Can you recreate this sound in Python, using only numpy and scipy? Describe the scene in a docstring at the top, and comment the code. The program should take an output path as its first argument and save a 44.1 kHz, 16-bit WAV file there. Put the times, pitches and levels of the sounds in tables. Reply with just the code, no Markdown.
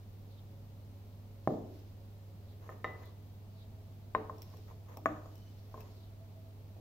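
"""A wooden lab bench, heard on a stereo microphone over mains hum, ventilation and faint, far chirps.
At 1.5 s a full bottle is set down: it rings, the bench top booms and the knock dies away in the room.
A part-filled beaker strikes its edge at 2.8 s and sings until gripped, then lands flat and rocks at 4.1 s.
A second beaker lands at 5.1 s and a few gentle knocks follow. Between the knocks, sleeves rustle,
fingers tick on the glass and glass rubs on the wood."""
import sys
import numpy as np
from scipy import signal
from scipy.fft import rfft, irfft
from scipy.io import wavfile
from scipy.ndimage import uniform_filter1d

SR = 44100
rng = np.random.default_rng(int(sys.argv[2]) if len(sys.argv) > 2 else 0)


def wav_out(sig):
    """Save sig, one row per channel (or a flat mono array), as 16-bit PCM at SR to the path in sys.argv[1]."""
    wavfile.write(sys.argv[1], SR, np.round(np.clip(np.atleast_2d(sig).T, -1, 1) * 32767).astype(np.int16))


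N = 299968
TIME = np.arange(N) / SR


def undb(db):
    """Decibels to gain."""
    return 10 ** (np.asarray(db) / 20)


def on_log(hz, points):
    """Read (Hz, value) points along a log-frequency axis."""
    point_hz, value = np.transpose(points)
    return np.interp(np.log(np.maximum(hz, 1)), np.log(point_hz), value)


def tint(x, points):
    """Filter by a (Hz, dB) curve."""
    size = x.shape[-1]
    return irfft(rfft(x) * undb(on_log(np.fft.rfftfreq(size, 1 / SR), points)), size)


def level(x, db):
    """Scale to an rms level."""
    return x * undb(db) / np.sqrt(np.mean(x ** 2))


def pan(db):
    """Left and right gains for a left-minus-right level difference."""
    return undb(np.array([[db], [-db]]) / 2)


def add(out, start_s, sound):
    """Mix a sound in from start_s."""
    start = int(start_s * SR)
    part = sound[..., :N - start]
    out[:, start:start + part.shape[-1]] += part


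def microphones(x, pan_db, lag_ms, shadow_hz=800):
    """Two microphone ports: the right hears lag_ms later, and pan_db weaker well above shadow_hz."""
    size = 2 * len(x)
    hz = np.fft.rfftfreq(size, 1 / SR)
    shade_db = pan_db * hz ** 4 / (hz ** 4 + shadow_hz ** 4) / 2
    delay_s = np.maximum([[-lag_ms], [lag_ms]], 0) / 1000
    response = undb([shade_db, -shade_db]) * np.exp(-2j * np.pi * hz * delay_s)
    return irfft(rfft(x, size) * response, size)[:, :len(x)]


def diffuse(size):
    """Noise from all round the microphones: alike in the bass, unrelated in the treble."""
    # likeness of left and right: frequency_hz, correlation
    likeness = [(100, 1), (300, 0.85), (600, 0.41), (1200, 0.01), (2500, 0), (8000, 0)]
    alike = np.clip(on_log(np.fft.rfftfreq(size, 1 / SR), likeness), -.99, .99)
    mid, side = rfft(rng.standard_normal((2, size))) * np.sqrt([(1 + alike) / 2, (1 - alike) / 2])
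    return irfft(np.array([mid + side, mid - side]), size)


def flicker(depth_db, rate_hz):
    """A gain that wanders smoothly at random, by depth_db rms."""
    step = int(SR / rate_hz)
    held = np.repeat(rng.standard_normal(N // step + 1), step)
    smooth = uniform_filter1d(uniform_filter1d(held, step), step)[:N]
    return undb(depth_db * level(smooth, 0))


def swell(peak_s, rise_s):
    """A smooth rise to 1 at peak_s and an equally long fall."""
    return np.cos(np.pi * np.clip((TIME - peak_s) / rise_s / 2, -.5, .5)) ** 4


def wavering(hz, width_hz):
    """A tone whose level and phase wander, so that it fills a narrow band; rms 1."""
    phase = 2 * np.pi * np.cumsum(hz * np.ones(N)) / SR
    soften = signal.butter(2, width_hz / 2, fs=SR, output="sos")
    a, b = signal.sosfilt(soften, rng.standard_normal((2, N + SR)))[:, SR:]
    return level(a * np.cos(phase) + b * np.sin(phase), 0)


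def ring(modes):
    """One second of decaying (pitch_hz, t60_s, level_db) modes after a unit blow."""
    t = TIME[:SR]
    return sum(undb(db - 60 * t / t60) * np.sin(2 * np.pi * hz * t) for hz, t60, db in modes)


def ring_each(table):
    """One ring for each level column of a table of modes."""
    hz, t60, *columns = np.transpose(table)
    return [ring(zip(hz, t60, db)) for db in columns]


def hum(motor_hz=82.5, motor_db=-62):
    """The mains hum beats against an unsteady motor; the equipment whines thinly above."""
    # steady tones of mains and motors: pitch_hz, rms_db
    tones = [(99.97, -51.3), (139, -71), (199.94, -75)]
    # thin tones of the equipment: pitch_hz, width_hz, rms_db
    whines = [(418, 12, -76), (13911, 6, -93), (14013, 8, -93), (14212, 16, -97)]
    mains = np.sqrt(2) * sum(undb(db) * np.sin(2 * np.pi * (hz * TIME + rng.random())) for hz, db in tones)
    motor = undb(motor_db) * wavering(motor_hz, width_hz=2.15)
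    whine = sum(undb(db) * wavering(hz, width) for hz, width, db in whines)
    return microphones(mains, pan_db=0, lag_ms=0.35) * pan(db=-1.5) + motor + whine


def drones(fade_s=0.2):
    """Faint drones come and go in the background, each wavering about one pitch."""
    # spells of droning: start_s, end_s, pitch_hz, rms_db
    spells = [(0, 2.5, 554, -74), (3.4, 6.8, 649.4, -74), (6.1, 6.54, 652, -69.5), (6.5, 7.7, 619, -75)]
    out = 0
    for start, end, hz, db in spells:
        fade = np.clip(.5 + np.minimum(TIME - start, end - TIME) / fade_s, 0, 1)
        out = out + undb(db) * fade * wavering(hz, width_hz=16)
    return out


def ventilation():
    """Room tone: moving air and microphone hiss over the low rumble of the building."""
    # spectrum of air and hiss: frequency_hz, gain_db
    air_colour = [(80, -28.5), (135, -0.5), (220, 0), (330, -8), (480, -10), (640, -10.5), (850, -14.5),
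                  (1100, -19), (1600, -25), (4200, -26), (9200, -36), (12000, -33), (14000, -26.5),
                  (15500, -29.5)]
    # spectrum of the rumble: frequency_hz, gain_db
    rumble_colour = [(14, -20), (20, 1), (30, 4), (45, 1.5), (56, 3), (72, 1), (92, -9.5), (122, 4),
                     (170, -23), (400, -53)]
    air = level(tint(diffuse(N), air_colour), db=-60)
    rumble = level(tint(diffuse(N), rumble_colour), db=-61.5)
    return air + rumble * flicker(depth_db=1.5, rate_hz=8)


def chirps(rise_s=.15, fall_octaves_per_s=2.4):
    """Faint, far chirps: two wavering whistles slide downwards together in a little hiss."""
    # each chirp: peak_s, level_db
    events = [(0.345, -73), (1.522, -76), (2.511, -77.5), (3.065, -72.5), (3.61, -73), (6.015, -73.5)]
    # the whistles and the hiss: pitch_at_peak_hz, width_hz, gain_db
    strands = [(3500, 220, -7), (3950, 220, -5), (4100, 1300, -2)]
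    glide, loudness, whistles = 0, 0, 0
    for s, db in events:
        sounding = abs(TIME - s) < rise_s
        glide += sounding * 2 ** (-fall_octaves_per_s * np.clip(TIME - s, -rise_s, rise_s))
        loudness += sounding * undb(db) * swell(s, rise_s)
    for hz, width, db in strands:
        whistles += undb(db) * np.array([wavering(hz * glide, width) for _ in range(2)])
    return whistles * loudness * flicker(depth_db=3, rate_hz=60)


def push(x, contact_ms):
    """A blow of finite length: the longer the contact, the duller the sound."""
    force = np.sin(np.pi * np.minimum(TIME[:SR // 100] * 1000 / contact_ms, 1))
    return -signal.fftconvolve(x, force / force.sum())[:len(x)]


def radiate(x, low_hz):
    """Air slips round a slowly moving body, so the deep bass is not radiated."""
    return signal.sosfilt(signal.butter(2, low_hz, "high", fs=SR, output="sos"), x)


def vessel_rings():
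    """Glass standing on wood rings briefly; returns a ring for each kind of contact."""
    # modes of the full bottle: pitch_hz, t60_s, level_db
    bottle = [(135, .12, -35), (223, 0.063, -37.5), (325, 0.078, -36.5), (386, 0.084, -36.5),
              (567, 0.0097, -34), (667, 0.023, -24.5), (785, 0.026, -27.5), (1066, 0.0091, -22),
              (1770, 0.013, -29.5), (2160, 0.013, -29.5), (3880, .15, -45), (4290, .17, -44)]
    # modes of the first beaker, by how it meets the wood: pitch_hz, t60_s, flat_db, edge_db, rock_db
    first_beaker = [(475, 0.078, -46, -37.5, -44), (627, 0.11, -35.5, -37, -34),
                    (782, 0.09, -48, -37.5, -54), (937, 0.026, -38, -68, -65),
                    (1052, 0.046, -21.5, -30, -21.5), (1112, 0.028, -28, -44, -25.5),
                    (1248, 0.031, -37, -24.5, -42), (1520, 0.019, -27.5, -39.5, -31),
                    (1806, 0.037, -33.5, -25.5, -34), (2050, 0.028, -39.5, -40, -50),
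                    (2740, 0.052, -66, -47, -68), (3760, 0.084, -47.5, -68, -58),
                    (6800, .03, -51, -58, -55)]
    # modes of the second beaker: pitch_hz, t60_s, level_db
    second_beaker = [(316, 0.054, -28.5), (452, 0.083, -38), (629, 0.088, -35), (659, 0.095, -26.5),
                     (773, 0.067, -28), (1124, 0.058, -21.5), (1224, 0.034, -17.5), (1490, 0.028, -23),
                     (1710, 0.042, -25), (1930, 0.054, -34.5), (2230, 0.044, -40), (3340, .015, -44),
                     (7030, .06, -35), (7350, .12, -42), (13500, .15, -38)]
    flat, edge, rock = ring_each(first_beaker)
    return dict(bottle=ring(bottle), edge=edge, flat=flat, rock=rock, second=ring(second_beaker))


def bench_booms(build_s=0.029):
    """Bending waves take a moment to fill the bench top, which answers differently at each spot."""
    # modes of the bench top, by spot struck: pitch_hz, t60_s, bottle_db, edge_db, flat_db, second_db
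    modes = [(157.4, 0.33, -33, -49.5, -43.5, -41), (219.2, 0.35, -36, -52, -39, -40),
             (300.1, 0.34, -51, -58, -40.5, -32.5), (315.4, 0.33, -31, -53, -41.5, -33),
             (383, 0.29, -38, -66, -54, -60), (436, 0.3, -28.5, -51, -31, -53),
             (543, 0.22, -37, -54, -52, -58), (608, 0.41, -37, -53, -49, -40.5),
             (664, 0.34, -49, -62, -59, -52), (700, 0.27, -40, -65, -58, -62),
             (757, 0.35, -46, -48, -44, -42.5), (842, 0.26, -47, -62, -57, -60),
             (1045, 0.36, -47.5, -46.5, -59, -57), (1244, 0.48, -64, -52, -56, -50)]
    filling = 1 - np.exp(-TIME[:SR] / build_s)
    bottle, edge, flat, second = ring_each(modes) * filling
    return dict(bottle=bottle, edge=edge, flat=flat, rock=flat, second=second)  # rocks where it landed


def knocks(softness=0.53, max_contact_ms=0.94, crack_s=0.0047, flex_s=0.0041, flex_db=3):
    """Vessels meet the bench, brighter the harder they land; returns direct sound and room send."""
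    # glass meeting wood: start_s, contact, force_db, boom_db
    blows = [(1.4745, "bottle", 5.5, -1.5), (1.506, "bottle", -9, -22), (1.539, "bottle", -14, -22),
             (2.6917, "edge", -14.5, -15), (2.8448, "edge", -4, 0.5), (4.1497, "flat", 1.4, -0.5),
             (4.2965, "rock", -10, -12.5), (4.537, "flat", -29, -21), (4.711, "flat", -25.5, -27),
             (4.972, "second", -21, -17), (5.0584, "second", -2, 0), (5.258, "second", -23.5, -22),
             (5.7422, "flat", -16, -16.5), (5.760, "rock", -29, -27), (5.777, "flat", -19, -25),
             (5.821, "flat", -28, -22), (5.866, "flat", -30, -26), (6.766, "bottle", -28, -25)]
    # by contact, for a 0 dB blow: contact_ms, low_cut_hz, room_db, room_low_cut_hz, crack_db
    contacts = {"bottle": (0.82, 130, -1, 138, -59), "edge": (0.18, 242, 1.5, 380, -58),
                "flat": (0.27, 298, -2.5, 265, -57), "rock": (0.32, 480, -2.5, 400, -58),
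                "second": (0.26, 290, -2, 635, -49.5)}
    # where each contact lies before the microphones: left_minus_right_db, right_lag_ms
    places = {"bottle": (2.5, .1), "edge": (0, -.02), "flat": (4.5, .1), "rock": (3, .12),
              "second": (5.5, .14)}
    rings, booms, t = vessel_rings(), bench_booms(), TIME[:SR]
    direct, sent = np.zeros((2, N)), np.zeros((1, N))
    for s, contact, force_db, boom_db in blows:
        firm_ms, low_hz, room_db, room_low_hz, crack_db = contacts[contact]
        force = undb(force_db)
        contact_ms = min(firm_ms * force ** -softness, max_contact_ms)
        vessel = force * push(radiate(rings[contact], low_hz), contact_ms)
        knock = vessel + force ** .7 * crack(crack_db, crack_s)
        boom = undb(boom_db) * push(booms[contact], contact_ms)
        add(direct, s, microphones(knock + boom, *places[contact]))
        # the first flex of the board feeds the room most; gentle touches get a larger share of tail
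        flex = radiate(knock * np.exp(-t / flex_s), room_low_hz)
        add(sent, s, flex * undb(room_db + flex_db - 0.31 * force_db))
    return direct, sent


def crack(db, decay_s):
    """The rough glass foot cracks briefly on the varnish."""
    # spectrum of the crack: frequency_hz, gain_db
    colour = [(800, -17), (2200, 0), (3600, 0), (4500, -10), (5600, -4), (7200, 0), (8200, -35),
              (11000, -18), (13500, -2.5), (15500, -22)]
    return level(tint(rng.standard_normal(SR), colour), db) * np.exp(-TIME[:SR] / decay_s)


def room(x, wet_db=-4, build_s=0.0028):
    """The lab's diffuse tail builds over the first reflections; each band dies at its own rate."""
    # bands of the tail: centre_hz, t60_s, level_db
    bands = [(126, 0.53, 8.5), (251, 0.9, 6), (543, 0.6, 4), (970, 0.65, -5.5), (2090, 0.49, -7.5),
             (4000, 0.54, -1.5), (7940, 1, 6), (14000, .2, 1)]
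    t, spectrum, tail = TIME[:SR], rfft(diffuse(SR)), 0
    centres, hz = [row[0] for row in bands], np.fft.rfftfreq(SR, 1 / SR)
    for share, (_, t60, db) in zip(np.eye(len(bands)), bands):
        band = irfft(spectrum * on_log(hz, list(zip(centres, share))), SR)
        fade = undb(-60 * t / t60) * (1 - np.exp(-(t / build_s) ** 2))
        tail = tail + band * fade * undb(db) / np.sqrt(np.sum(fade ** 2))
    return undb(wet_db) * signal.fftconvolve(x, tail, axes=1)[:, :N]


def rustles():
    """Hands and coat sleeves rustle softly over the bench."""
    # each movement: peak_s, rise_s, level_db
    moves = [(1.515, .17, -71), (1.79, 0.3, -71.5), (4.543, 0.45, -69), (5.5, 0.7, -73), (5.902, 0.4, -74)]
    # spectrum of cloth and skin: frequency_hz, gain_db
    colour = [(800, -1), (2800, -0.5), (4000, 3), (5400, 2.5), (9000, -18), (13000, -1.5), (15500, -11.5)]
    cloth = level(tint(diffuse(N) * flicker(depth_db=1.5, rate_hz=70), colour), 0)
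    return cloth * sum(undb(db) * swell(s, rise) for s, rise, db in moves)


def slides():
    """Glass dragged a little over the bench catches and slips on the varnish."""
    # each drag: peak_s, rise_s, level_db
    drags = [(2.69, 0.17, -60), (3.037, 0.13, -60), (4.54, .03, -60), (4.705, 0.06, -60.5),
             (4.915, .09, -56), (5.81, 0.18, -61)]
    # spectrum of glass rubbing on wood: frequency_hz, gain_db
    colour = [(300, -12), (450, 9), (600, 9), (800, 4), (1080, 8), (1400, -2), (2000, -5), (3000, -13),
              (5000, -20), (6900, -11), (9000, -69), (12500, -9), (15500, -37)]
    rub = level(tint(diffuse(N) * flicker(depth_db=3, rate_hz=100), colour), 0)
    return rub * sum(undb(db) * swell(s, rise) for s, rise, db in drags)


def ticks(decay_s=0.0026, top_hz=9000):
    """A hand ticks on glass: bright crackle, with a thin ping or a lower clink by where it touches."""
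    # each touch: start_s, level_db, top_treble_db, left_minus_right_db, ping_db, clink_db
    touches = [(2.70, -67, 11, 3, -6, -15), (3.056, -65, 11, 5, -12, -15), (4.383, -55, -5, 4, 3, -15),
               (4.4198, -47, 3.5, 2, 1, -12), (4.428, -52, 0, 6, 3, -15), (4.501, -61, -4, 2, 0, -15),
               (4.57, -56, 0, 2, 1, -8), (4.9709, -50, 6, 7, -5, 1), (5.355, -57, 4, 3, -2, -12),
               (5.379, -60, 4, 6, -6, -12), (5.806, -52.5, -1, 11, -6, 4), (5.814, -59, -2, 8, -6, 5)]
    # modes of the ping: pitch_hz, t60_s, level_db
    ping_modes = [(5370, 0.05, -16), (5455, 0.074, -14.5), (5550, 0.042, -18.5), (13160, .06, -19),
                  (14400, .05, -16)]
    # modes of the clink: pitch_hz, t60_s, level_db
    clink_modes = [(2430, .12, -24), (2610, .05, -14)]
    # spectrum of the crackle: frequency_hz, gain_db
    colour = [(1500, -2), (2800, 0), (4500, -6), (5450, 3), (6100, -3), (7700, -6.5), (10000, -16),
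              (13500, 4), (15500, 0)]
    out, t = np.zeros((2, N)), TIME[:SR // 5]
    ping, clink = ring(ping_modes)[:len(t)], ring(clink_modes)[:len(t)]
    for s, db, top_db, pan_db, ping_db, clink_db in touches:
        crackle = level(tint(rng.standard_normal((2, len(t))), colour), 0) * np.exp(-t / decay_s)
        tick = crackle + undb(ping_db) * ping + undb(clink_db) * clink
        shelf = [(top_hz / 2, 0), (top_hz, top_db)]
        add(out, s, undb(db) * tint(tick, shelf) * pan(pan_db))
    return out


def beaker_wall(strike_s=2.8437, grip_s=2.966, grip_db=-11.5, lift_s=3.036, lift_db=-19):
    """The first beaker sings when its edge strikes, is hushed by a grip, and stirs again as it lifts."""
    # modes of the thin wall, ringing free: pitch_hz, t60_s, level_db
    modes = [(1843, .07, -43.5), (2001, 0.75, -45.5), (2022, .12, -44), (3720, 0.13, -57),
             (3724, 0.65, -72), (5500, .2, -73), (6860, .2, -83)]
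    closing_s, held_decay_s = 0.0058, .035
    out, wall = np.zeros((2, N)), ring(modes) * pan(db=3)
    add(out, strike_s, wall)
    grip = (1 + np.tanh((TIME - grip_s) / closing_s)) / 2
    out *= undb(grip_db * grip)
    add(out, lift_s, undb(lift_db) * wall * np.exp(-TIME[:SR] / held_decay_s))
    return out


def judder():
    """The second beaker's foot judders briefly on the wood."""
    return undb(-55.5) * wavering(hz=820, width_hz=220) * swell(peak_s=4.979, rise_s=.035)


def squeak(pitch_hz=3015, width_hz=30, octave_db=-6):
    """A fingertip squeaks faintly on glass: a wavering tone and its octave."""
    tone = wavering(pitch_hz, width_hz) + undb(octave_db) * wavering(2 * pitch_hz, 2 * width_hz)
    return undb(-78.5) * tone * swell(peak_s=5.44, rise_s=0.27)


def scene(tick_room_db=-7):
    """At the microphones: the bench, the room's echo of knocks and ticks, and the background."""
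    direct, sent = knocks()
    ticking = ticks()
    echo = room(sent + undb(tick_room_db) * ticking.mean(axis=0))
    bench = direct + ticking + beaker_wall() + slides() + judder() + rustles() + squeak()
    return bench + echo + chirps() + hum() + drones() + ventilation()


def record(dry, top_hz=15750):
    """The camera's microphone input cuts the top treble steeply."""
    return signal.sosfilt(signal.ellip(10, .1, 70, top_hz, fs=SR, output="sos"), dry)


dry = scene()
out = record(dry)
wav_out(out)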